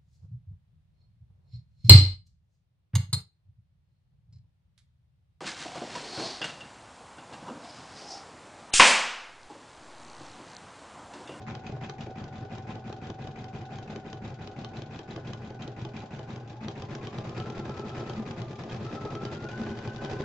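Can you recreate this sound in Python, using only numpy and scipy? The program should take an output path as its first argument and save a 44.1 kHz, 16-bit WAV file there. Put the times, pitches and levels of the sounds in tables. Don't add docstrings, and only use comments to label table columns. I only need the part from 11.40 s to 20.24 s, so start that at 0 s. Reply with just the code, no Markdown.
import sys
import numpy as np
from scipy import signal
from scipy.fft import rfft, irfft, next_fast_len
from scipy.io import wavfile
from scipy.ndimage import uniform_filter1d

SR = 44100
rng = np.random.default_rng(int(sys.argv[2]) if len(sys.argv) > 2 else 0)


def digitize_waveform(pressure):
    field = np.atleast_2d(pressure).T
    bounded = np.clip(field, -1, 1)
    quanta = np.round(bounded * 32767).astype(np.int16)
    wavfile.write(sys.argv[1], SR, quanta)


N = 389844
TIME = np.arange(N) / SR
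PADDED = next_fast_len(N + SR // 2, True)
BINS = np.fft.rfftfreq(PADDED, 1 / SR)

# (time [s], speed [stitches/s])
SEWING_SPEED = [(0, 5.812), (4.98, 5.82), (5.2, 6.5), (5.6, 8.17), (5.78, 9), (5.93, 9.35), (5.98, 9.95),
                (6.16, 10.3), (6.32, 10), (6.74, 9.97), (6.8, 9.27), (7.1, 9.1), (7.37, 9.25), (7.48, 9.96),
                (7.82, 10), (8.14, 11.37), (8.3, 11.53), (8.84, 11.52)]
# (time [s], metal click [dB], woody knock [dB], low thump [dB], size of the hoop move before it [dB])
STITCH_LEVELS = [(0.1513, -49, -57, -47, 1.5), (0.322, -58, -41.5, -33.5, -3.5), (0.4965, -46, -55, -40, 1),
                 (0.6674, -61.5, -46, -45, -2.5), (0.841, -54, -53, -36, -1.5),
                 (1.0102, -63.5, -46, -41, -5), (1.1825, -51, -52, -38, -4),
                 (1.3551, -56.5, -44, -46, -0.5), (1.527, -52, -46, -45, -5.5),
                 (1.701, -50.5, -41.5, -35, -4), (1.8728, -51, -44, -37, -4.5), (2.0425, -52, -61, -46, -4),
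                 (2.2162, -59, -60.5, -43, -4), (2.386, -53, -50.5, -45, -4), (2.56, -49, -41, -51, -2.5),
                 (2.7294, -49.5, -43.5, -39, -5), (2.9041, -62.5, -65, -40.5, -3),
                 (3.074, -50, -44, -45, -6.5), (3.2465, -46, -48, -45, -3), (3.42, -51, -44, -41, -3),
                 (3.5909, -49, -46.5, -61, -3), (3.762, -49, -38.5, -39, -2.5),
                 (3.9335, -46, -47.5, -42, -2.5), (4.1043, -58.5, -42, -41.5, -6),
                 (4.2771, -50, -41.5, -49, -2), (4.45, -49.5, -39, -40, -4.5),
                 (4.6215, -59.5, -51, -64, -1.5), (4.7921, -52.5, -41.5, -42.5, -2),
                 (4.96, -51.5, -54, -51, -2.5), (5.1303, -61, -49, -67, -18), (5.2831, -45, -43, -38, 0.5),
                 (5.4219, -49, -47, -43, -2), (5.5509, -46, -42.5, -43, -2), (5.671, -48.5, -52, -59, -2),
                 (5.7849, -48, -39.5, -34, -0.5), (5.894, -51.5, -52, -38, 1), (6.0006, -49, -41, -36, 0),
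                 (6.1005, -48.5, -43, -44, -4.5), (6.196, -53.5, -41.5, -33, -2),
                 (6.295, -52.5, -37, -34.5, -5), (6.395, -50.5, -40, -38, -8),
                 (6.4931, -51, -44, -42.0, -4.5), (6.5975, -57.5, -39, -53, 1), (6.6964, -48, -47, -47, -3),
                 (6.797, -60.5, -49, -49, -4), (6.91, -49.5, -46.0, -63, 0.5),
                 (7.0177, -49.5, -37.5, -36, 2), (7.1314, -61, -45.5, -56, -14), (7.2369, -54, -42, -52, 0),
                 (7.346, -54, -46, -38, 0.5), (7.4495, -53.5, -45, -51, -4), (7.5508, -55, -40, -42, -7),
                 (7.652, -52.5, -37.5, -63, -4.5), (7.752, -47, -43, -67, -2.5),
                 (7.8516, -46, -40, -44, -3.5), (7.9486, -51, -47, -39, -4), (8.0419, -55, -39, -35.5, -8),
                 (8.1294, -64, -56, -46, -12), (8.2157, -56.5, -48, -40, -1.5),
                 (8.3039, -58.5, -51, -45, 0), (8.3887, -51, -62, -42, -13), (8.4751, -51.5, -52, -35, 2),
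                 (8.5615, -50, -55, -44, -9.5), (8.6484, -47.5, -38, -49, 1), (8.7327, -56.5, -56, -36, 0),
                 (8.819, -54, -56, -51.0, -6)]
# (share of turn [0-1], level against the mean needle click [dB])
LINK_TICKS = [(0.228, -4.5), (0.675, -5), (0.813, -3), (0.963, -11.5)]
# (share of turn [0-1], level against the shake [dB], thud pitch [Hz])
HOOP_JERKS = [(0.531, 5, 174), (0.639, 7.5, 183), (0.695, 0, 228.4), (0.743, -4, 199), (0.794, 1, 150.7),
              (.857, 8, 152)]
# (share of turn [0-1], stepper activity [dB], load on the bearings [dB])
TURN_LOAD = [(0, -3, 5.5), (.12, -9.5, 4.5), (.3, -14, -0.5), (.49, -29.5, 1.5), (.505, 6, 0.5), (.6, 6, 5),
             (.68, 8, 4), (.77, 7.5, 5), (.84, -0.5, 8), (.92, -5, 3), (1, 6.5, 5.5)]
# (time [s], level before trims [dB], ring pitch [Hz])
HOOP_CLACKS = [(0.266, -44.5, 2520), (0.445, -49, 2580), (0.608, -46.5, 2880), (3.37, -47, 4000),
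               (3.7084, -50, 3900), (3.8737, -48, 3240), (4.221, -45, 3170), (4.5655, -46, 2400),
               (4.604, -52, 3950), (6.581, -55, 3000), (7.297, -49.5, 3220), (7.3207, -46, 2520),
               (8.088, -46.5, 2460), (8.2645, -55, 1900), (8.2935, -49.5, 3170)]
# (time [s], level [dB], pitch [Hz])
FRAME_KNOCKS = [(0.369, -32, 603), (0.615, -40, 302), (0.713, -32, 450), (1.156, -35, 800),
                (1.501, -32.5, 700), (3.778, -31, 700), (6.437, -28.5, 380), (6.63, -28, 397),
                (7.239, -45, 350), (7.852, -25.5, 353), (8.093, -32, 700), (8.269, -31.5, 1050)]
# (time of the peak [s], length [s], level at the peak [dB rms], pitch [Hz])
CARRIAGE_BOOMS = [(5.249, 0.045, -39, 217), (6.79, 0.047, -34, 216.5), (8.212, 0.02, -31, 220),
                  (8.313, 0.046, -37, 219)]
# (pitch [Hz], relative level [dB], time to fade 60 dB [s])
HOUSING_MODES = [(44.7, -15, 0.32), (94.4, -7.5, 0.9), (121, -5.5, 0.17), (141.5, 3.5, 0.32)]
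CARRIAGE_MODES = [(104, -6, 0.15), (140, 1.5, 0.19), (215, -3, 0.091)]
PLATE_MODES = [(312, -2.5, 0.15), (338, 4, 0.093), (409.7, -1.5, 0.27), (452, -3, .06), (526, -4.5, 0.082),
               (642.2, -8.5, 0.35), (849, -5, 0.086)]
NEEDLE_BAR_MODES = [(1140, 1, 0.054), (3116, -4.5, 0.078), (4410, -15.5, 0.023)]
# (frequency [Hz], relative level [dB per Hz])
CLICK_COLOUR = [(200, -6.5), (1200, 6), (1900, 3.5), (3500, 5.5), (5000, 1.5), (6300, -2.5), (7400, -16.5),
                (8600, -30)]
LINK_COLOUR = [(200, -6.5), (1200, 0.5), (1900, 0), (2600, 5), (3900, 4), (4800, -0.5), (7200, -6),
               (8600, -38.5)]
STEPPER_COLOUR = [(100, -17), (300, 2.5), (800, 11.5), (1100, 6.5), (1350, 5.5), (1800, 1.5), (2500, 4.5),
                  (3200, -9), (4100, -7.5), (7300, -16), (8600, -42.5)]
BEARING_COLOUR = [(20, -16.5), (65, -24.5), (95, -6), (130, -1), (180, -13.5), (400, -12), (470, -15.5),
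                  (800, -21.5), (1800, -33.5), (8600, -66)]
CHATTER_COLOUR = [(100, -14.5), (500, -0.5), (1200, 4), (4800, -4.5), (7400, -16.5), (8600, -40.5)]
# (share of turn [0-1], pitch [Hz])
SCRAPE_PITCH = [(.49, 2209), (.6, 2410), (.66, 3306), (.69, 4020), (.76, 3296), (.84, 2457)]
# (frequency [Hz], level before the swings [dB])
GEAR_RESPONSE = [(765, -53.5), (845, -54.5), (920, -65), (1070, -62.5), (1255, -62.5), (1310, -54),
                 (1400, -60.5), (1475, -49), (1520, -59)]
ROTOR_RESPONSE = [(1400, -57), (1475, -64.5), (1650, -73.5), (2900, -69)]
# (time [s], level change [dB])
GEAR_DRIFT = [(0, 1), (2.5, 1), (3.3, -2), (3.8, -7), (4.9, -11.5), (5.15, 1), (8.2, 4.5), (8.84, 3.5)]
# (share of turn [0-1], level change [dB])
WHINE_THROB = [(0, -4.5), (.1, -1), (.3, 1.5), (.5, 0.5), (.8, -5.5), (1, -4.5)]
# (pitch [Hz], width [Hz], level when slow [dB], level at full speed [dB]), before the swell
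CASE_DRONES = [(220.6, 24, -58, -45), (345.3, 33, -63.5, -48.5), (404.8, 24, -61.5, -47),
               (533.4, 81, -66, -52.5), (783.3, 85, -58.5, -52.5), (1042, 58, -74.5, -59)]
# (pitch [Hz], level before flutter [dB rms])
MOTOR_HUM = [(120, -50.5), (412, -65)]
# (frequency [Hz], level [dB])
ROOM_COLOUR = [(60, -28), (150, -28.5), (350, -23.5), (700, -5.5), (1400, -4.5), (3000, -7), (8000, -5.5)]
# (frequency [Hz], left minus right [dB])
BALANCE = [(100, .5), (400, 0), (800, 1.2), (1400, 3), (2800, 1.4), (5500, 0)]
# (frequency [Hz], correlation [-1 to 1])
LIKENESS = [(150, .99), (400, 0.92), (750, 1), (1400, 0.57), (3000, 0.33), (7000, 0.25)]

SLOW, FAST = 5.82, 11.5
TEETH, ROTOR_ORDER = 131, 253.4
RATTLE_DB, SHAKE_DB, SMALL_MOVE_DB = -55, -38, -4.5
LOOSE_PER_S, LOOSE_ENERGY, LOOSE_DECAY_S = 55, 10 ** (18 / 20), .003
MESH_ROUGH, MESH_ROUGH_FAST = .4, .2
GRAIN_DB = 2
EDGE_HZ = 8700


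def amp(db):
    return 10 ** (np.asarray(db) / 20)


def unit(x):
    return x / np.sqrt(np.mean(x ** 2) + 1e-20)


def curve(rows, at, axis=1):
    rows = np.asarray(rows, float)
    return np.interp(at, rows[:, 0], rows[:, axis])


def spectrum(rows, hz):
    f, db = np.transpose(rows)
    return amp(np.interp(np.log(hz + 1), np.log(f), db))


def colour(x, rows):
    return irfft(rfft(x, PADDED) * spectrum(rows, BINS), PADDED)[..., :N]


def waver(hz, order=12):
    size = next_fast_len(N // order + 2, True)
    smooth = np.exp(-(np.fft.rfftfreq(size, order / SR) / hz) ** 2)
    slow = irfft(rfft(rng.standard_normal(size)) * smooth, size)
    return np.interp(TIME, np.arange(size) * order / SR, unit(slow))


def murmur(angle, width_hz):
    return waver(width_hz) * np.sin(angle) + waver(width_hz) * np.cos(angle)


def spread(rows, envelope=1):
    shared, apart = (rfft(envelope * rng.standard_normal(N), PADDED) for _ in range(2))
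    alike = np.clip(curve(LIKENESS, BINS), -1, 1)
    mid = shared * np.sqrt((1 + alike) / 2)
    side = apart * np.sqrt((1 - alike) / 2)
    return irfft(np.array([mid + side, mid - side]) * unit(spectrum(rows, BINS)), PADDED)[:, :N]


def strike(times, db, response):
    out = np.zeros(N)
    for at, gain in zip(np.round(times * SR).astype(int), amp(db)):
        if 0 <= at < N:
            out[at:at + len(response)] += gain * response[:N - at]
    return out


def ring(times, db, modes, uneven_db, window):
    t = np.arange(SR // 3) / SR
    rings = []
    for k, (hz, level, t60) in enumerate(modes):
        rings.append((-1) ** k * amp(level - 60 * t / t60) * np.sin(2 * np.pi * hz * t))
    size = np.sqrt(np.sum(np.sum(rings, 0) ** 2) / (window * SR))
    return sum(strike(times, db + uneven_db * rng.standard_normal(len(times)), r) for r in rings) / size


def tap(hz, rise):
    t = np.arange(SR // 16) / SR
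    return (t / rise * np.exp(1 - t / rise)) ** 2 * np.sin(2 * np.pi * hz * t)


def needle_times():
    s = np.array(STITCH_LEVELS)[:, 0]
    return np.r_[2 * s[0] - s[1], s, 2 * s[-1] - s[-2]]


def each_turn(share):
    s = needle_times()
    return (s[:-1] + share * np.diff(s))[:-1]


def haste_at(t):
    return np.log(curve(SEWING_SPEED, t) / SLOW) / np.log(FAST / SLOW)


def stitches(shake_haste_db=-3.5):
    s, click, knock, thump, move = np.transpose(STITCH_LEVELS)
    small_move_loss = 10 * np.log10(1 + amp(SMALL_MOVE_DB - move) ** 2)
    shake = SHAKE_DB + shake_haste_db * haste_at(s) - small_move_loss
    return click, knock, thump, RATTLE_DB + move, shake


def room(x, t60=0.17):
    t = np.arange(SR // 3) / SR
    tails = rng.standard_normal((2, len(t))) * amp(-60 * t / t60)
    tails /= np.linalg.norm(tails, axis=1, keepdims=True)
    return x + colour(signal.fftconvolve(x, tails, axes=1)[:, :N], ROOM_COLOUR)


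def hum(flutter=0.52, wander=0.84):
    out = np.zeros(N)
    for hz, db in MOTOR_HUM:
        tone = np.sin(2 * np.pi * hz * TIME + wander * waver(5))
        out += np.sqrt(2) * amp(db) * (1 + flutter * waver(6)) * tone
    return out


def case(turn, haste, swell_db=8.0, swell_turns=0.11):
    load_db = swell_db * uniform_filter1d(np.exp(-turn / swell_turns), SR // 200)
    out = np.zeros(N)
    for hz, width, slow_db, fast_db in CASE_DRONES:
        level = slow_db + (fast_db - slow_db) * haste + load_db
        out += murmur(2 * np.pi * hz * TIME, width) * amp(level)
    return out


def bearings(turn, haste, db=-50, haste_db=8, flutter_db=2.5, chatter_db=-68.0, chatter_haste_db=11.0):
    load_db = curve(TURN_LOAD, turn, axis=2) + flutter_db * waver(55)
    rumble = spread(BEARING_COLOUR) * amp(db + haste_db * haste + load_db)
    hits = rng.random(N) < LOOSE_PER_S * haste / SR
    blows = signal.lfilter([1], [1, -np.exp(-1 / (LOOSE_DECAY_S * SR))], hits)
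    chatter = spread(CHATTER_COLOUR, unit(np.sqrt(1 + LOOSE_ENERGY * blows)))
    return rumble + chatter * amp(chatter_db + chatter_haste_db * haste + load_db)


def whine(turn, speed, haste, wobble=0.0065, slow_depth=0.017, port_lag=0.53):
    angle = 2 * np.pi * np.cumsum(speed * (1 + wobble * waver(24.5))) / SR
    throb_db = curve(WHINE_THROB, turn) * (slow_depth + haste)
    teeth = TEETH * angle - np.array([[0], [port_lag]])
    mesh = np.sin(teeth) + (MESH_ROUGH + MESH_ROUGH_FAST * haste) * murmur(teeth, 70)
    mesh = mesh * spectrum(GEAR_RESPONSE, TEETH * speed) * amp(throb_db + curve(GEAR_DRIFT, TIME))
    rotor_level = spectrum(ROTOR_RESPONSE, ROTOR_ORDER * speed) * (1 + .5 * waver(73))
    rotor = rotor_level * np.sin(ROTOR_ORDER * angle + waver(57))
    return np.sqrt(2) * (mesh + rotor)


def booms():
    out = np.zeros(N)
    for at, length, db, hz in CARRIAGE_BOOMS:
        swell = np.exp(-2 * ((TIME - at) / length) ** 2)
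        out += np.sqrt(2) * amp(db) * swell * np.sin(2 * np.pi * hz * (TIME - at))
    return out


def frame(cycles=0.73, overtone=1.5, overtone_db=-6):
    out = np.zeros(N)
    for at, db, hz in FRAME_KNOCKS:
        upper = amp(overtone_db) * tap(overtone * hz, cycles / hz / overtone)
        out += strike(np.array([at]), [db], tap(hz, cycles / hz) + upper)
    return out


def steppers(db, turn, haste, scrape_db=-9, scrape_haste_db=-6, scrape_width_hz=420, stray=0.064,
             step_count=40, step_decay=1.0):
    level = np.interp(TIME, each_turn(0.76), db) + curve(TURN_LOAD, turn)
    steps = np.exp(-(step_count * turn % 1) / step_decay)
    rattle = spread(STEPPER_COLOUR, unit(steps))
    angle = 2 * np.pi * np.cumsum(curve(SCRAPE_PITCH, turn) * (1 + stray * waver(30.09))) / SR
    scrape = np.array([murmur(angle, scrape_width_hz) for _ in range(2)])
    return amp(level + GRAIN_DB * waver(220)) * (rattle + amp(scrape_db + scrape_haste_db * haste) * scrape)


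def hoop(shake, rise=0.0027, slop=0.00086, lag_share=0.0812, carriage_db=-13):
    s = needle_times()[1:-1]
    pace, out = haste_at(s), np.zeros(N)
    for share, db, hz in HOOP_JERKS:
        lag = lag_share * pace ** 2 / curve(SEWING_SPEED, s)
        times = each_turn(share) + lag + slop * pace * rng.standard_normal(len(s))
        out += strike(times, shake + db + rng.standard_normal(len(s)), tap(hz, rise))
        out += ring(times, shake + db + carriage_db, CARRIAGE_MODES, uneven_db=3.5, window=0.017)
    return out


def clicks(db, click_db=8, snap_s=0.0022, tick_db=1, clack_db=-1, tick_decay=0.015, clack_decay=0.0088,
           ring_db=-1, ring_decay=0.0041, tick_spread_db=2, slop=0.0015, tick_haste_db=-1):
    s = needle_times()[1:-1]
    t = np.arange(SR // 10) / SR
    needle = strike(s, 2 * (db + click_db), np.exp(-(t / snap_s) ** 2))
    when, clack_level, _ = np.transpose(HOOP_CLACKS)
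    links = strike(when, 2 * (clack_level + clack_db), np.exp(-2 * t / clack_decay))
    links += strike(s, 2 * (db + ring_db), np.exp(-2 * t / ring_decay))
    for share, link_db in LINK_TICKS:
        late, loud = rng.standard_normal((len(s), 2)).T
        level = db.mean() + link_db + tick_db + tick_haste_db * haste_at(s) + tick_spread_db * loud
        links += strike(each_turn(share) + slop * late, 2 * level, np.exp(-2 * t / tick_decay))
    return spread(CLICK_COLOUR, np.sqrt(abs(needle))) + spread(LINK_COLOUR, np.sqrt(abs(links)))


def metal(click_db, needle_db=3, detune=0.033, clack_db=4, clack_t60=0.041):
    t, out = np.arange(SR // 16) / SR, np.zeros(N)
    rings = [(at, db + clack_db, hz, clack_t60) for at, db, hz in HOOP_CLACKS]
    for at, db in zip(needle_times()[1:-1], click_db):
        for hz, mode_db, t60 in NEEDLE_BAR_MODES:
            loud, sharp = rng.standard_normal(2)
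            rings.append((at, db + needle_db + mode_db + 2 * loud, hz * np.exp(detune * sharp), t60))
    for at, db, hz, t60 in rings:
        part = out[round(at * SR):][:len(t)]
        part += (amp(db - 60 * t / t60) * np.sin(2 * np.pi * hz * t))[:len(part)]
    return out


def knocks(knock_db, thump_db, lead=0.002, push_db=5.5, push_hz=140, push_rise=0.0056, housing_db=-7,
           lever_share=.272, lever_db=-42.5, lever_hz=400, lever_rise=0.00089):
    s = needle_times()[1:-1] - lead
    plate = ring(s, knock_db, PLATE_MODES, uneven_db=2.5, window=0.017)
    thump = strike(s, thump_db + push_db, tap(push_hz, push_rise))
    thump += ring(s, thump_db + housing_db, HOUSING_MODES, uneven_db=0.5, window=0.059)
    lever_level = lever_db + 2 * rng.standard_normal(len(s))
    thread_lever = strike(each_turn(lever_share), lever_level, tap(lever_hz, lever_rise))
    return plate + thump + thread_lever


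def scene():
    s = needle_times()
    turn = np.interp(TIME, s, np.arange(len(s))) % 1
    speed, haste = curve(SEWING_SPEED, TIME), haste_at(TIME)
    click, knock, thump, rattle, shake = stitches()
    stirred = amp(0.5 * np.interp(TIME, s[1:-1], shake - np.median(shake)))
    drive = stirred * (bearings(turn, haste) + case(turn, haste))
    hoop_moves = booms() + frame() + steppers(rattle, turn, haste) + hoop(shake)
    needle = clicks(click) + np.array([metal(click), metal(click)]) + knocks(knock, thump)
    sound = room(drive + hoop_moves + needle) + whine(turn, speed, haste) + hum()
    ears = []
    for ear, side in zip(sound, (1, -1)):
        ears.append(colour(ear, [(hz, side * db / 2) for hz, db in BALANCE]))
    return np.array(ears)


def record(dry):
    low_pass = signal.firwin(511, EDGE_HZ, window=("kaiser", 9), fs=SR)
    return signal.oaconvolve(dry, low_pass[None], "same")


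dry = scene()
out = record(dry)
digitize_waveform(out)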